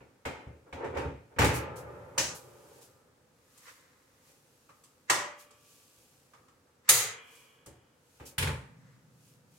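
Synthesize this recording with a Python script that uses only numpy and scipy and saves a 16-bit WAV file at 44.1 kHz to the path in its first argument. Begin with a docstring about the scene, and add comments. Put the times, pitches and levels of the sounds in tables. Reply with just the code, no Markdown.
"""Hanging an oven door

In a tiled kitchen an oven door knocks, scrapes and drops home on its hinges, and the racks shiver.
A hinge catches, the door swings down, two steel latches snap over, and the door is swung shut.
Hits are bursts of coloured noise over ringing modes; scrapes and rubs are swells of grit.
Underneath lie a faint room hum and soft rustles, likely of clothing."""
import sys
import numpy as np
from scipy import signal
from scipy.fft import rfft, irfft
from scipy.io import wavfile

SR = 44100
rng = np.random.default_rng(int(sys.argv[2]) if len(sys.argv) > 2 else 0)


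def to_wav(sig):
    """Store sig (one row per channel, or 1-D mono) as 16-bit WAV at the path in sys.argv[1].

    Samples outside -1..1 are clipped; the rate is SR.
    """
    pcm = np.clip(np.atleast_2d(sig), -1, 1) * 32767
    pcm = np.round(pcm).astype(np.int16)
    wavfile.write(sys.argv[1], SR, pcm.T)  # frames by channels


N = 422478

# Cue levels are relative: each layer has its own trim.
# the bands of a hit in the kitchen: (low edge [Hz], high edge [Hz], rise [s], base t60 [s])
HIT_BANDS = [(61.6, 160, 0.0059, 0.58), (193, 724, 0.0093, 0.65), (720, 2660, 0.0013, 0.68),
             (3020, 7320, 0.0039, 0.5), (8600, 42000, .003, 0.37)]
# door hits: (time [s], level [dB], bass thump [dB], hardness [dB per band])
DOOR_KNOCKS = [(0.004, -58.5, -58.5, -4.5), (0.251, -34.5, -42, 1.3), (0.465, -61, -42.5, -12),
               (0.725, -42.5, -43.5, 0), (0.841, -46, -45.5, 0.2), (0.946, -47, -44, -1.5),
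               (0.968, -37, -37.5, 1), (1.044, -57.5, -32.5, -17.5), (1.361, -51.5, -47, -7),
               (1.385, -22.5, -23.5, 4), (1.416, -23, -34, 2.2), (1.441, -28.5, -25.5, 8),
               (4.29, -70, -74, -4), (5.975, -73.5, -75, -8), (6.382, -70, -67, -2),
               (7.660, -58, -53, -7.5), (8.198, -51.5, -48, -2.5)]
SHUT_AND_REBOUNDS = [(8.38, -34, -37, 4.5), (8.424, -34, -35, -0.5), (8.471, -37, -36, -3.5)]
# hinge catch, near latch, far latch: (time [s], level [dB], bass thump [dB], crack over tail [dB],
# crack t60 [s], own ring [dB], spring [dB], tail length [factor], tail bend [exponent])
SNAPS = [(2.177, -38, -45.5, 11.5, 0.17, -35.5, -72.5, 0.54, 2.93),
         (5.097, -25.5, -51, 7, 0.068, -36, -63.5, 0.77, 1.36),
         (6.889, -26.5, -48.5, 12.5, 0.062, -23.5, -53, 0.78, 1.91)]
# pivots and latches tick under the fingers: (time [s], level [dB], hardness [dB per band])
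TICKS = [(3.574, -71, 12), (4.69, -56, -7.5), (4.835, -66, 8.5), (5.505, -63.5, 5), (6.334, -56, -5.5),
         (6.48, -64.5, -1), (6.67, -74.5, -5), (7.349, -77, 13), (7.659, -64, 11)]
# EQ of each kind of hit: (body [dB], mid [dB], treble [dB], top [dB])
SNAP_TONES = [(-4, 0, 11.5, -5), (-10.5, 0, -3.5, -8.5), (-13.5, 0.014, 6, 6)]
KNOCK_TONE, SHUT_TONE, TICK_TONE = (-1, 0.5, -14.5, -25), (-2.5, 0, -0.5, -13), (-14.5, 2.5, -3, -10.5)
# sliding moves: (peak time [s], level [dB], swell [s], fade [s])
ARM_SCRAPES = [(.68, -56.5, 0.017, 0.027), (.85, -35, 0.059, 0.056), (.98, -32.5, 0.036, 0.095),
               (1.33, -57, .02, 0.037), (2.8, -59.5, 0.39, 0.088)]
PIVOT_RUBS = [(3.69, -52, 0.031, 0.03), (3.78, -64.5, 0.25, 0.22), (4.27, -72.5, 0.16, 0.086),
              (5.098, -47, 0.011, 0.018), (6.86, -62.5, .015, .04), (6.892, -34, .007, 0.012),
              (8.9, -69, 0.16, 0.14)]
RUSTLES = [(1.9, -74, 0.13, 0.39), (2.43, -66.5, .03, 0.093), (2.8, -64, 0.34, 0.14),
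           (3.68, -61.5, .15, .11), (4.3, -68.5, .06, 0.059), (4.6, -71, 0.97, 0.69),
           (5.4, -55.5, 0.013, 0.044), (5.72, -62.5, 0.133, 0.23), (6.03, -69, 0.14, 0.43),
           (7.35, -62, .1, 0.16), (8.2, -67.5, 0.16, 0.11), (8.92, -80, 0.21, 0.18),
           (9.29, -66.5, .13, 0.093), (9.57, -67.5, .07, 0.076)]
# short bright swishes: (time [s], level [dB])
SWISHES = [(1.536, -39), (1.756, -50.5), (2.342, -46.5), (2.81, -56), (8.252, -47.5)]
# the colour of each source: (frequency [Hz], level [dB])
DOOR_COLOUR = [(29, -67), (50, -13.5), (85, -6.5), (193, -10.5), (507, -7.5), (646, -18.5), (927, -16.5),
               (997, -20), (1580, -21), (2490, -24), (3950, -23.5), (7760, -24), (16000, -38)]
FRAME_COLOUR = [(29, -25), (50, -24), (96, -22), (223, -25.5), (277, -34), (439, -21), (694, -32),
                (905, -16), (1470, -7.5), (2380, -12.5), (5950, -28.5), (10100, -14.5), (16000, -20)]
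CATCH_COLOUR = [(41, -34), (70, -17.5), (239, -7.5), (293, 1), (431, -7), (506, 2.5), (727, -8.5),
                (853, -3), (1510, -5.5), (1730, -9.5), (2070, -18.5), (2370, -18.5), (3330, -36.5),
                (6020, -29.5), (16000, -32.5)]
NEAR_LATCH_COLOUR = [(59, -34.5), (100, -17), (197, -16.5), (229, -22), (266, -13), (381, -10.5),
                     (595, -5.5), (648, -12), (970, -1.5), (1450, -3.5), (1650, -3), (1830, -5.5),
                     (3780, -14.5), (7450, -12.5), (16000, -35.5)]
FAR_LATCH_COLOUR = [(59, -29.5), (100, -9), (249, -24), (502, -6), (621, -17), (1060, -12.5), (1170, -10),
                    (1800, -7), (3050, -10.5), (3700, -5), (5530, -7), (6560, 0), (7940, -2.5),
                    (10200, -0.5), (16000, -9.5)]
PIVOT_COLOUR = [(290, -35), (500, -4.5), (684, -24), (1050, -5), (1580, -7), (1710, -4), (3350, -17),
                (3590, -16), (8000, -18), (10400, -62.5), (17600, -120)]
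RUSTLE_COLOUR = [(1470, -28.5), (2500, 2), (3460, -1), (6760, 3), (12000, 0), (14400, -4.5), (16000, -7)]
ROOM_COLOUR = [(15, -47), (25, -26.5), (87, -2), (161, -2), (200, -9.5), (223, -3.5), (405, -8.5),
               (503, -3), (641, -12.5), (936, -11.5), (1040, -14.5), (1260, -13), (3080, -23.5),
               (7920, -24.5), (16000, -34)]
# broad resonances of door and cavity, and of the hinges: (frequency [Hz], width [Hz], lift [dB])
OVEN_BODY = [(69, 15, 17.5), (86.9, 5.1, 1.5), (122, 25, 11.5), (160, 9.8, 5), (267.3, 31, 9.5),
             (326, 10, 6), (436, 15, 4.5), (533.4, 45, 1), (565.5, 19, 4.5), (892, 38, 6), (2350, 500, 3.5)]
HINGE_STEEL = [(524, 30, -2), (970, 70, 3.5), (1200, 120, 2), (1975, 150, 5.5), (3570, 62, 3),
               (6300, 540, 2.5), (9750, 300, -3)]
# ringing modes: (frequency [Hz], level [dB], t60 [s])
PANEL_MODES = [(70, -17.5, 0.25), (86.8, -4, 0.29), (120, -5, .22), (143.4, -3.5, 0.3)]
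CATCH_MODES = [(539, 1, 0.32), (903, 5.4, 0.094)]
NEAR_LATCH_MODES = [(586, -4, 1.01), (1069, -17.5, 0.53), (1160, -26, 4.6), (1880, 7.5, 0.41)]
FAR_LATCH_MODES = [(3660, -7.5, 0.24), (6440, -11, .25), (8764, -10, .35), (9722, -15.5, .3),
                   (10060, -13.5, .35), (12100, -9.5, .28)]
SPRING_MODES = [(453, -1, 2.9), (1270, 1.5, 1.6), (2180, -4, 1.6), (2375, 8.5, 1.9), (2590, -2.5, 0.57),
                (2930, -2, 3.5), (3250, 1.5, 2.6), (6760, -6.5, 1.0), (10200, -8.5, .9)]
RACK_MODES = [(358, 1, 1.2), (443, -15, 0.7), (510, 0, 2.2), (582, 0, 4.4), (830, -2.5, 2.5),
              (1124, -7, 0.65), (1206, 0.5, 1.69), (1322, -4, 1.8)]
# stereo image, wider on top for the snaps: (frequency [Hz], side against mid [dB])
WIDTH = [(85, -27.5), (170, -8.5), (350, -9.5), (700, -3.5), (1400, -0.5), (6800, -1), (9000, -22.5),
         (14000, -15.5)]
SNAP_WIDTH = [(85, -22.5), (200, -10), (400, -10.5), (700, -4), (1400, -1.5), (6800, -1), (9000, -9.5),
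              (14000, -6.5)]

DROP_S, STEADIED_S, SHUT_S = 1.42, 2.99, 8.5  # the door drops home, is steadied, is shut


def amp(db):
    """Decibels to gain."""
    return 10 ** (np.asarray(db) / 20)


def unit(x):
    """Scales to rms 1."""
    return x / np.sqrt(np.mean(x ** 2) + 1e-20)


def curve(points, hz):
    """Reads a curve on a log-frequency axis."""
    f, value = np.transpose(points)
    return np.interp(np.log(hz + 1), np.log(f + 1), value)


def add(mix, s, sound):
    """Lays a stereo sound into the mix at s seconds."""
    part = mix[:, max(round(s * SR), 0):][:, :sound.shape[1]]
    part += sound[:, :part.shape[1]]


def band(x, low_hz, high_hz, order=6):
    """Keeps one band, with soft edges."""
    hz = np.fft.rfftfreq(x.shape[1], 1 / SR) + 1
    skirts = (1 + (low_hz / hz) ** (2 * order)) * (1 + (hz / high_hz) ** (2 * order))
    return irfft(rfft(x) / np.sqrt(skirts), x.shape[1])


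def grit(size, colour, resonances=(), rough_db=0, ripple_db=0, width=WIDTH):
    """Stereo noise of uneven grains, coloured by broad resonances and a ripple of narrow ones."""
    grains = rng.standard_normal((2, size)) * amp(rough_db * rng.standard_normal(size))
    hz = np.fft.rfftfreq(size, 1 / SR)
    lifts_db = sum(db / (1 + (2 * (hz - f) / span) ** 2) for f, span, db in resonances)
    ripple = np.interp(hz, np.geomspace(300, 16000, 420), rng.uniform(-0.64, 1, 420), left=0)
    mid, side = rfft(grains) * amp(curve(colour, hz) + lifts_db + ripple_db * ripple)
    side = side * amp(curve(width, hz))
    return unit(irfft([mid + side, mid - side], size))


def ring(modes, detune=0, width=1, rise=0.001, count=1):
    """Decaying partials or beating clusters, spread by left-right phase and faded out over 1.5 s."""
    t = np.arange(round(1.5 * SR)) / SR
    out = 0
    for hz, db, t60 in modes:
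        offset, phase, lead = rng.uniform(-1, 1, (3, count, 1))
        partials = np.exp(1j * (2 * np.pi * hz * (1 + detune * offset) * t + np.pi * phase))
        stereo_phase = np.exp(1j * width * np.array([lead[:, 0], -lead[:, 0]]))
        out = out + amp(db - 60 * t / t60) * (stereo_phase @ partials).real
    return out * (1 - np.exp(-t / rise)) * (1 - t / t[-1]) / np.sqrt(count)


def band_levels(level_db, thump_db, tone, hardness_db=0):
    """A hit's dB per band: weight sets the bass, hardness tilts the rest about the mids."""
    return [thump_db] + [level_db + db + hardness_db * step for step, db in enumerate(tone, -1)]


def hit(metal, levels, crack_db, crack_t60, linger, bend):
    """Crowded metal modes, struck: a crack, then a tail that linger stretches and bend > 1 curves down."""
    t = np.arange(SR) / SR
    crack = amp(crack_db - 60 * t / crack_t60)
    out = 0
    for (low_hz, high_hz, rise, t60), db in zip(HIT_BANDS, levels):
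        tail = amp(-60 * (t / (t60 * linger)) ** bend)
        attack = 1 - np.exp(-(t / rise) ** 2)
        part = band(metal, low_hz, high_hz) * (crack + tail) * attack
        out = out + amp(db) * part / np.std(part[:, :SR // 20])  # level set on the first 50 ms
    return out


def strokes(rows, roundness=1.5):
    """Envelope of sliding moves, each swelling to its peak and fading."""
    t = np.arange(N) / SR
    return sum(amp(db) * np.exp(-(abs(t - s) / np.where(t < s, swell, fade)) ** roundness)
               for s, db, swell, fade in rows)


def excited(start, db, fall_db_per_s, rise=0.018):
    """Envelope of a vibration that is set off once and falls at a steady rate."""
    t = np.maximum(np.arange(N) / SR - start, 0)
    return amp(db - fall_db_per_s * t) * (1 - np.exp(-t / rise))


def door():
    """The door knocks in its frame, and at last shuts and rebounds."""
    out = np.zeros((2, N))
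    for s, db, thump_db, hardness_db in DOOR_KNOCKS:
        metal = grit(SR, DOOR_COLOUR, OVEN_BODY, ripple_db=8)
        levels = band_levels(db, thump_db, KNOCK_TONE, hardness_db)
        add(out, s, amp(-5) * hit(metal, levels, crack_db=4.5, crack_t60=0.17, linger=0.84, bend=1.37))
        add(out, s, panel_thud(thump_db - 1))
    for s, db, thump_db, hardness_db in SHUT_AND_REBOUNDS:
        metal = grit(SR, FRAME_COLOUR, OVEN_BODY, ripple_db=6)
        levels = band_levels(db, thump_db, SHUT_TONE, hardness_db)
        add(out, s, amp(-4.5) * hit(metal, levels, crack_db=6, crack_t60=0.019, linger=0.79, bend=0.8))
        add(out, s, panel_thud(thump_db + 12))
    return out


def panel_thud(thump_db):
    """The door panel flexes in its lowest modes, too small to radiate the deepest bass."""
    t = np.arange(SR) / SR
    flex = sum(amp(db - 60 * t / t60) * np.sin(2 * np.pi * hz * t) for hz, db, t60 in PANEL_MODES)
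    attack = 1 - np.exp(-(t / 0.02) ** 2)
    thud = signal.sosfilt(signal.butter(4, 62, "highpass", fs=SR, output="sos"), flex * attack)
    return amp(thump_db) * np.array([thud, thud])


def hinge_snaps():
    """The catch and each latch snap over, ring in their own steel and set the door spring singing."""
    out = np.zeros((2, N))
    colours = CATCH_COLOUR, NEAR_LATCH_COLOUR, FAR_LATCH_COLOUR
    mode_sets = CATCH_MODES, NEAR_LATCH_MODES, FAR_LATCH_MODES
    for snap, tone, colour, modes in zip(SNAPS, SNAP_TONES, colours, mode_sets):
        s, db, thump_db, crack_db, crack_t60, ring_db, spring_db, linger, bend = snap
        steel = grit(SR, colour, HINGE_STEEL, ripple_db=7, width=SNAP_WIDTH)
        levels = band_levels(db, thump_db, tone)
        add(out, s, amp(-1) * hit(steel, levels, crack_db, crack_t60, linger, bend))
        add(out, s, amp(ring_db) * ring(modes, width=0.94))
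        add(out, s, amp(spring_db) * spring())
    return out


def spring():
    """The door spring sings in crowded coil modes over a dying shimmer of sheet metal."""
    t = np.arange(round(1.5 * SR)) / SR
    sheet = unit(band(grit(len(t), NEAR_LATCH_COLOUR, ripple_db=15.5), 350, 3400))
    envelope = amp(2 - 60 * t / 2.8) * (1 - t / t[-1]) * (1 - np.exp(-t / 0.01))
    return ring(SPRING_MODES, detune=0.05, width=0.8, count=16) + sheet * envelope


def latch_ticks():
    """Pivots and fingered latches tick, each with a small steel ring."""
    out = np.zeros((2, N))
    for s, db, hardness_db in TICKS:
        steel = grit(SR, NEAR_LATCH_COLOUR, [(1200, 200, 12.8), (497.5, 90, 7.9)], ripple_db=5)
        levels = band_levels(db, db - 13.5, TICK_TONE, hardness_db)
        add(out, s, amp(-7.5) * hit(steel, levels, crack_db=-2, crack_t60=0.07, linger=0.76, bend=0.85))
        add(out, s, amp(db - 7) * ring([(1210, 0, 0.7)], detune=0.11, count=12))
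    return out


def hinge_friction():
    """The hinge arms scrape into their slots; later the pivots and latches rub as they turn."""
    scrape = band(grit(N, DOOR_COLOUR, OVEN_BODY, rough_db=4.2, ripple_db=8.5), 350, 1480, order=3)
    rub = grit(N, PIVOT_COLOUR, HINGE_STEEL, rough_db=4.7, ripple_db=4.5)
    return unit(scrape) * strokes(ARM_SCRAPES) + rub * strokes(PIVOT_RUBS)


def racks_and_panels(contacts_per_s=70, damping_db_per_s=33):
    """Racks shiver from the drop until a hand steadies the door; once it shuts, the panels drone."""
    contacts = rng.standard_normal(N) * (rng.random(N) < contacts_per_s / SR)
    wires = signal.fftconvolve(contacts[None], ring(RACK_MODES, width=0.89), axes=1)[:, :N]
    cavity = band(grit(N, DOOR_COLOUR, OVEN_BODY, rough_db=4.2, ripple_db=9.5), 420, 1550, order=3)
    panel = grit(N, DOOR_COLOUR, OVEN_BODY, rough_db=1.4)
    shiver = amp(-8) * unit(wires) + amp(-4) * unit(cavity) + amp(-8.5) * unit(band(panel, 88.4, 200))
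    shiver *= excited(DROP_S, db=-35.5, fall_db_per_s=18.5)
    steadied = amp(-damping_db_per_s * np.maximum(np.arange(N) / SR - STEADIED_S, 0))
    drone = excited(SHUT_S, db=-49.5, fall_db_per_s=37.5)
    held_hum = excited(SHUT_S, db=-67.5, fall_db_per_s=0)
    return shiver * steadied + unit(band(panel, 132, 190)) * (drone + held_hum)


def rustles():
    """Soft swells of grainy hiss, like clothing, with a few brighter swishes."""
    cloth = grit(N, RUSTLE_COLOUR, rough_db=4.2)
    bright = unit(band(grit(N, RUSTLE_COLOUR, rough_db=0.98), 5500, 19000, order=1))
    swishes = 0
    for s, db in SWISHES:
        t = np.maximum(np.arange(N) / SR - s, 0)
        swishes = swishes + amp(db) * (t / 0.024) * np.exp(1 - t / 0.019)
    return cloth * strokes(RUSTLES) + bright * swishes


def room_hum():
    """A faint, steady bed of dark noise."""
    return amp(-67.5) * grit(N, ROOM_COLOUR, resonances=[(120.2, 23, 1.6), (270, 25, 3), (500, 58, 2)])


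def scene():
    """The oven up front, rustles and room behind."""
    oven = door() + hinge_snaps() + latch_ticks() + hinge_friction() + racks_and_panels()
    return oven + rustles() + room_hum()


def record(dry, cutoff_hz=16100):
    """A steep low-pass trims the very top of the mix."""
    lowpass = signal.firwin(511, cutoff_hz, window=("kaiser", 9), fs=SR)
    return signal.oaconvolve(dry, lowpass[None], "same")


dry = scene()
out = record(dry)
to_wav(out)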